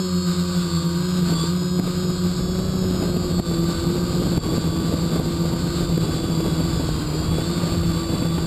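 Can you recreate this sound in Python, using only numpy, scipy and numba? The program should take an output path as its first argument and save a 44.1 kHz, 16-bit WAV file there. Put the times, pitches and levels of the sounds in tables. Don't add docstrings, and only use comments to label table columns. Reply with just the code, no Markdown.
import sys
import numpy as np
from scipy import signal
from scipy.fft import rfft, irfft, next_fast_len
from scipy.io import wavfile
from scipy.ndimage import uniform_filter1d
from numba import njit

SR = 44100
rng = np.random.default_rng(int(sys.argv[2]) if len(sys.argv) > 2 else 0)


def int16_out(signal):
    q = np.round(np.clip(np.atleast_2d(signal).T, -1, 1) * 32767)
    wavfile.write(sys.argv[1], SR, q.astype(np.int16))


N = 373086

# (time [s], level [dB re cruise])
AIRFLOW_LEVEL = [(0, -14.5), (1.2, -12), (2.15, -9), (2.95, -.5), (5, -.5), (8.46, -1.5)]
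# (time [s], length [s], rumble change [dB], wash change [dB])
WIND_GUSTS = [(1.325, 0.18, 7, 10.5), (1.84, .16, 7, 9), (2.43, 0.16, 6, 2), (3.018, .2, -4, 3),
              (4.35, .1, 4, -2), (4.56, 0.16, -6, 4), (7.33, .16, 6, 3.5)]
# (frequency [Hz], spectral level [dB])
RUMBLE_SPECTRUM = [(12, -22), (30, -9.5), (55, -2.5), (85, -1), (130, -4.5), (220, -36), (600, -46.5)]
WASH_SPECTRUM = [(50, -16), (150, 5.5), (270, 2), (400, -2.5), (600, -9.5), (900, -17), (1500, -31),
                 (3000, -30)]
RUSH_SPECTRUM = [(150, -10), (550, 5), (900, 0), (1800, -7), (2800, -6), (4500, -21)]
# (time [s], level [dB])
RUSH_SWELL = [(0, -64), (3.5, -58.5), (6.9, -44), (7.7, -40.5), (8.46, -43)]
# (time [s], level [dB], pulse frequency [Hz])
EDDY_STRIKES = [(1.325, -14.5, 299), (1.44, -14, 303), (1.799, -5.5, 190), (3.399, -4, 207),
                (4.380, -3.5, 129), (4.581, -10.5, 260), (4.943, -5, 290), (5.2, -9, 350), (5.98, -9, 299),
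                (6.799, -13, 240), (6.89, -14, 477), (7.385, -12, 350)]
# (time [s], blade rate [Hz])
NEAR_RATE = [(0.0, 186.3), (0.12, 180.0), (0.6, 177.5), (0.74, 169.4), (0.96, 172.6), (1.03, 180.6),
             (1.19, 179.2), (1.4, 162.3), (1.56, 179.5), (2.32, 179.9), (2.71, 187.2), (3.06, 181.3),
             (3.52, 169.8), (4.26, 176), (4.43, 157.7), (4.56, 164.9), (5.92, 171.2), (6.0, 163.5),
             (6.8, 163.0), (7.08, 151.7), (7.56, 172.2), (8.07, 165.8), (8.46, 167.5)]
# (time [s], blade rate [Hz])
SLOW_RATE = [(0, 173.8), (.55, 167), (.8, 153.9), (1.7, 147.8), (2.45, 164.9), (2.9, 154.9), (3.7, 165.1),
             (4.7, 153.1), (7.05, 146.1), (7.75, 168.7), (8.46, 158)]
# (multiple of blade rate, level [dB])
HUM_TONES = [(.5, -15), (1, -1), (1.5, -30), (2, -7), (2.5, -34), (3, -18.5), (4, -37)]
# (time [s], level [dB])
OVERTONE_LEVEL = [(0, -0.5), (2.4, -1), (3.9, 3.5), (4.6, -0.5), (6.5, 0.5), (8.46, -1.5)]
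# (level at cruise [dB], lean [dB per dB of airflow])
PROPELLER_BALANCE = [(-25, -0.24), (-31.5, 0), (-33, 0.4), (-38.5, -0.5)]
# (mixing frequency [Hz], multiple of blade rate, level [dB])
WHINE_TONES = [(0, 5.5, -14), (0, 6, -15), (0, 6.5, -15), (0, 7, -8), (0, 9, -18), (0, 18, -15),
               (0, 21, -8), (0, 24, -17), (0, 28, -7), (8000, -21, -5), (8000, -14, -16), (12000, -42, -22)]
# (frequency [Hz], gain [dB])
FRAME_RESPONSE = [(800, -8), (950, 2), (1050, -3), (1165, 3), (1290, -5), (1500, 0), (3050, -12),
                  (3260, -2), (3430, 3), (3600, -4), (3800, -4), (4200, -7), (4400, 2), (4730, -1),
                  (4940, -5), (5040, 5), (5200, 6), (5500, 0)]
# (hum overtones [dB], magnetic whine [dB], sidebands and folded whine [dB])
ROTOR_PICKUP = [(0, -1, 0), (-7, -8, -1), (-5, -16, -12), (-5, -12, -10)]
# (frequency [Hz], spectral level [dB])
HISS_SPECTRUM = [(250, -8), (700, -2), (1000, -8), (1180, 9), (1350, 1), (1510, 6.5), (1720, -8),
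                 (3050, -4.5), (3400, -4), (3900, 4.5), (4400, 3), (5000, 1), (5600, 0)]
# (time [s], level [dB])
HISS_LEVEL = [(0, -39), (.8, -36.5), (1.48, -36.5), (1.55, -39.3), (3.55, -40), (3.72, -35.5), (4.3, -38.5),
              (7.7, -37.7), (8.46, -40.5)]


def undb(db):
    return np.exp(np.asarray(db) * (np.log(10) / 20))


def curve(table):
    return np.interp(np.arange(N) / SR, *np.transpose(table))


def walk(rate):
    hold = max(int(SR / rate), 2)
    steps = np.repeat(rng.standard_normal(N // hold + 1), hold)
    return 1.321 * uniform_filter1d(uniform_filter1d(steps, hold), hold)[:N]


def noise(spectrum, band_hz):
    size = next_fast_len(N)
    f = np.arange(size // 2 + 1) * SR / size
    hz, db = np.transpose(spectrum)
    gain = undb(np.interp(np.log(f + 1), np.log(hz), db))
    gain /= np.sqrt(np.mean(gain ** 2 * ((f > band_hz[0]) & (f < band_hz[1]))))
    return irfft(rfft(rng.standard_normal(size)) * gain, size)[:N]


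def wind(cruise_db=-33, rumble_sway_db=1.5, wash_sway_db=1.58, wash_tear_db=3, rush_tear_db=2):
    t = np.arange(N) / SR
    flow_db = cruise_db + curve(AIRFLOW_LEVEL)
    rumble_db = flow_db + rumble_sway_db * walk(8)
    wash_db = flow_db + wash_sway_db * walk(20)
    for time_s, length_s, rumble_change_db, wash_change_db in WIND_GUSTS:
        swell = np.exp(-(2 * (t - time_s) / length_s) ** 2)
        rumble_db += rumble_change_db * swell
        wash_db += wash_change_db * swell
    tear = walk(170)
    rumble = noise(RUMBLE_SPECTRUM, (25, 75)) * undb(rumble_db)
    wash = noise(WASH_SPECTRUM, (205, 305)) * undb(wash_db + wash_tear_db * tear)
    rush = noise(RUSH_SPECTRUM, (500, 3000)) * undb(curve(RUSH_SWELL) + rush_tear_db * tear)
    return rumble + wash + rush


def buffets(raggedness=0.35):
    t, out = np.arange(N) / SR, np.zeros(N)
    turbulence = noise(WASH_SPECTRUM, (20, 3000))
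    for time_s, db, hz in EDDY_STRIKES:
        span = np.abs(t - time_s) < .03
        u = np.pi * hz * (t[span] - time_s)
        push = (1 - 2 * u ** 2) * np.exp(-u ** 2)
        edge = raggedness * turbulence[span] * np.exp(-np.abs(u) / 4)
        out[span] += undb(db) * (push + edge)
    return out


def steering_hz():
    near = curve(NEAR_RATE)
    return near - uniform_filter1d(near, size=SR)


def blade_rates(airflow_db, cruise_hunt_hz=1.3, calming=0.701, counter=.7,
                fast_hz=179.65, fast_follows=.5, wander_hz=3):
    near = curve(NEAR_RATE)
    hunt_hz = cruise_hunt_hz * undb(calming * airflow_db)
    slow = curve(SLOW_RATE) - counter * steering_hz()
    slow += hunt_hz * walk(9)
    fast = fast_hz + fast_follows * (near - near.mean()) + hunt_hz * walk(9)
    fourth = (near + slow) / 2 + wander_hz * walk(5)
    return near + hunt_hz * walk(11), slow, fast, fourth


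def rotor_spin(steered_hz, wobble=0.000903):
    blade_hz = uniform_filter1d(steered_hz, size=2000)
    passes = np.cumsum(blade_hz * (1 + wobble * walk(45))) / SR
    return blade_hz, 2 * np.pi * (passes + 2 * rng.random())


def propeller_hum(phase, overtone_db, flutter_db=1.6):
    hum = 0
    for multiple, db in HUM_TONES:
        level_db = db + overtone_db * (multiple > 1) + flutter_db * walk(18)
        hum += undb(level_db) * np.sin(multiple * phase)
    return np.sqrt(2) * hum


def motor_whine(blade_hz, phase, magnetic_db, mixed_db, flutter_db=2):
    t, whine = np.arange(N) / SR, 0
    for mixing_hz, multiple, db in WHINE_TONES:
        pickup_db = mixed_db if mixing_hz else magnetic_db
        ring_db = np.interp(mixing_hz + multiple * blade_hz, *np.transpose(FRAME_RESPONSE))
        tone = np.sin(2 * np.pi * mixing_hz * t + multiple * phase)
        whine += undb(db + pickup_db + ring_db + flutter_db * walk(14)) * tone
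    return np.sqrt(2) * whine


def blade_hiss(chop, trim_db=-1.37, flutter_db=1.2, sway_db=0.86):
    hiss = noise(HISS_SPECTRUM, (3000, 5300))
    level_db = curve(HISS_LEVEL) + trim_db + flutter_db * walk(35) + sway_db * walk(12)
    return hiss * chop * undb(level_db)


def quadcopter(swish=0.084, whine_trim_db=-38.5, strain_db_per_hz=.35, relief_db_per_db=.15):
    airflow_db, overtones_db = curve(AIRFLOW_LEVEL), curve(OVERTONE_LEVEL)
    hums, whines, chop = 0, 0, 1
    rotors = zip(blade_rates(airflow_db), PROPELLER_BALANCE, ROTOR_PICKUP)
    for steered_hz, (hum_db, lean), (overtone_db, magnetic_db, mixed_db) in rotors:
        blade_hz, phase = rotor_spin(steered_hz)
        lean_db = lean * airflow_db
        hums += undb(hum_db + lean_db) * propeller_hum(phase, overtones_db + overtone_db - lean_db)
        whines += motor_whine(blade_hz, phase, magnetic_db, mixed_db)
        chop += undb(overtone_db) * swish * np.cos(phase)
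    whine_db = whine_trim_db + strain_db_per_hz * np.abs(steering_hz()) - relief_db_per_db * airflow_db
    return hums + undb(whine_db) * whines + blade_hiss(chop)


def scene():
    return (quadcopter() + wind() + buffets())[None]


@njit
def peak_envelope(x, attack, release):
    envelope, level = np.empty(len(x)), 0.
    for i in range(len(x)):
        level += (abs(x[i]) - level) * (attack if abs(x[i]) > level else release)
        envelope[i] = level
    return envelope


def record(dry, limit_db=-11.5, attack_s=0.00034, release_s=0.061,
           edge_hz=5250, converter_hz=12000, top_hz=15150):
    envelope = peak_envelope(dry[0], 1 / (attack_s * SR), 1 / (release_s * SR))
    limited = dry[0] / np.maximum(envelope / undb(limit_db), 1)
    dulled = signal.sosfilt(signal.butter(14, edge_hz, fs=SR, output="sos"), limited)
    held = np.repeat(signal.resample_poly(dulled, converter_hz, SR), 4)
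    mirrored = signal.resample_poly(held, SR, 4 * converter_hz)[:N]
    return signal.sosfilt(signal.ellip(10, .2, 80, top_hz, fs=SR, output="sos"), mirrored)[None]


dry = scene()
out = record(dry)
int16_out(out)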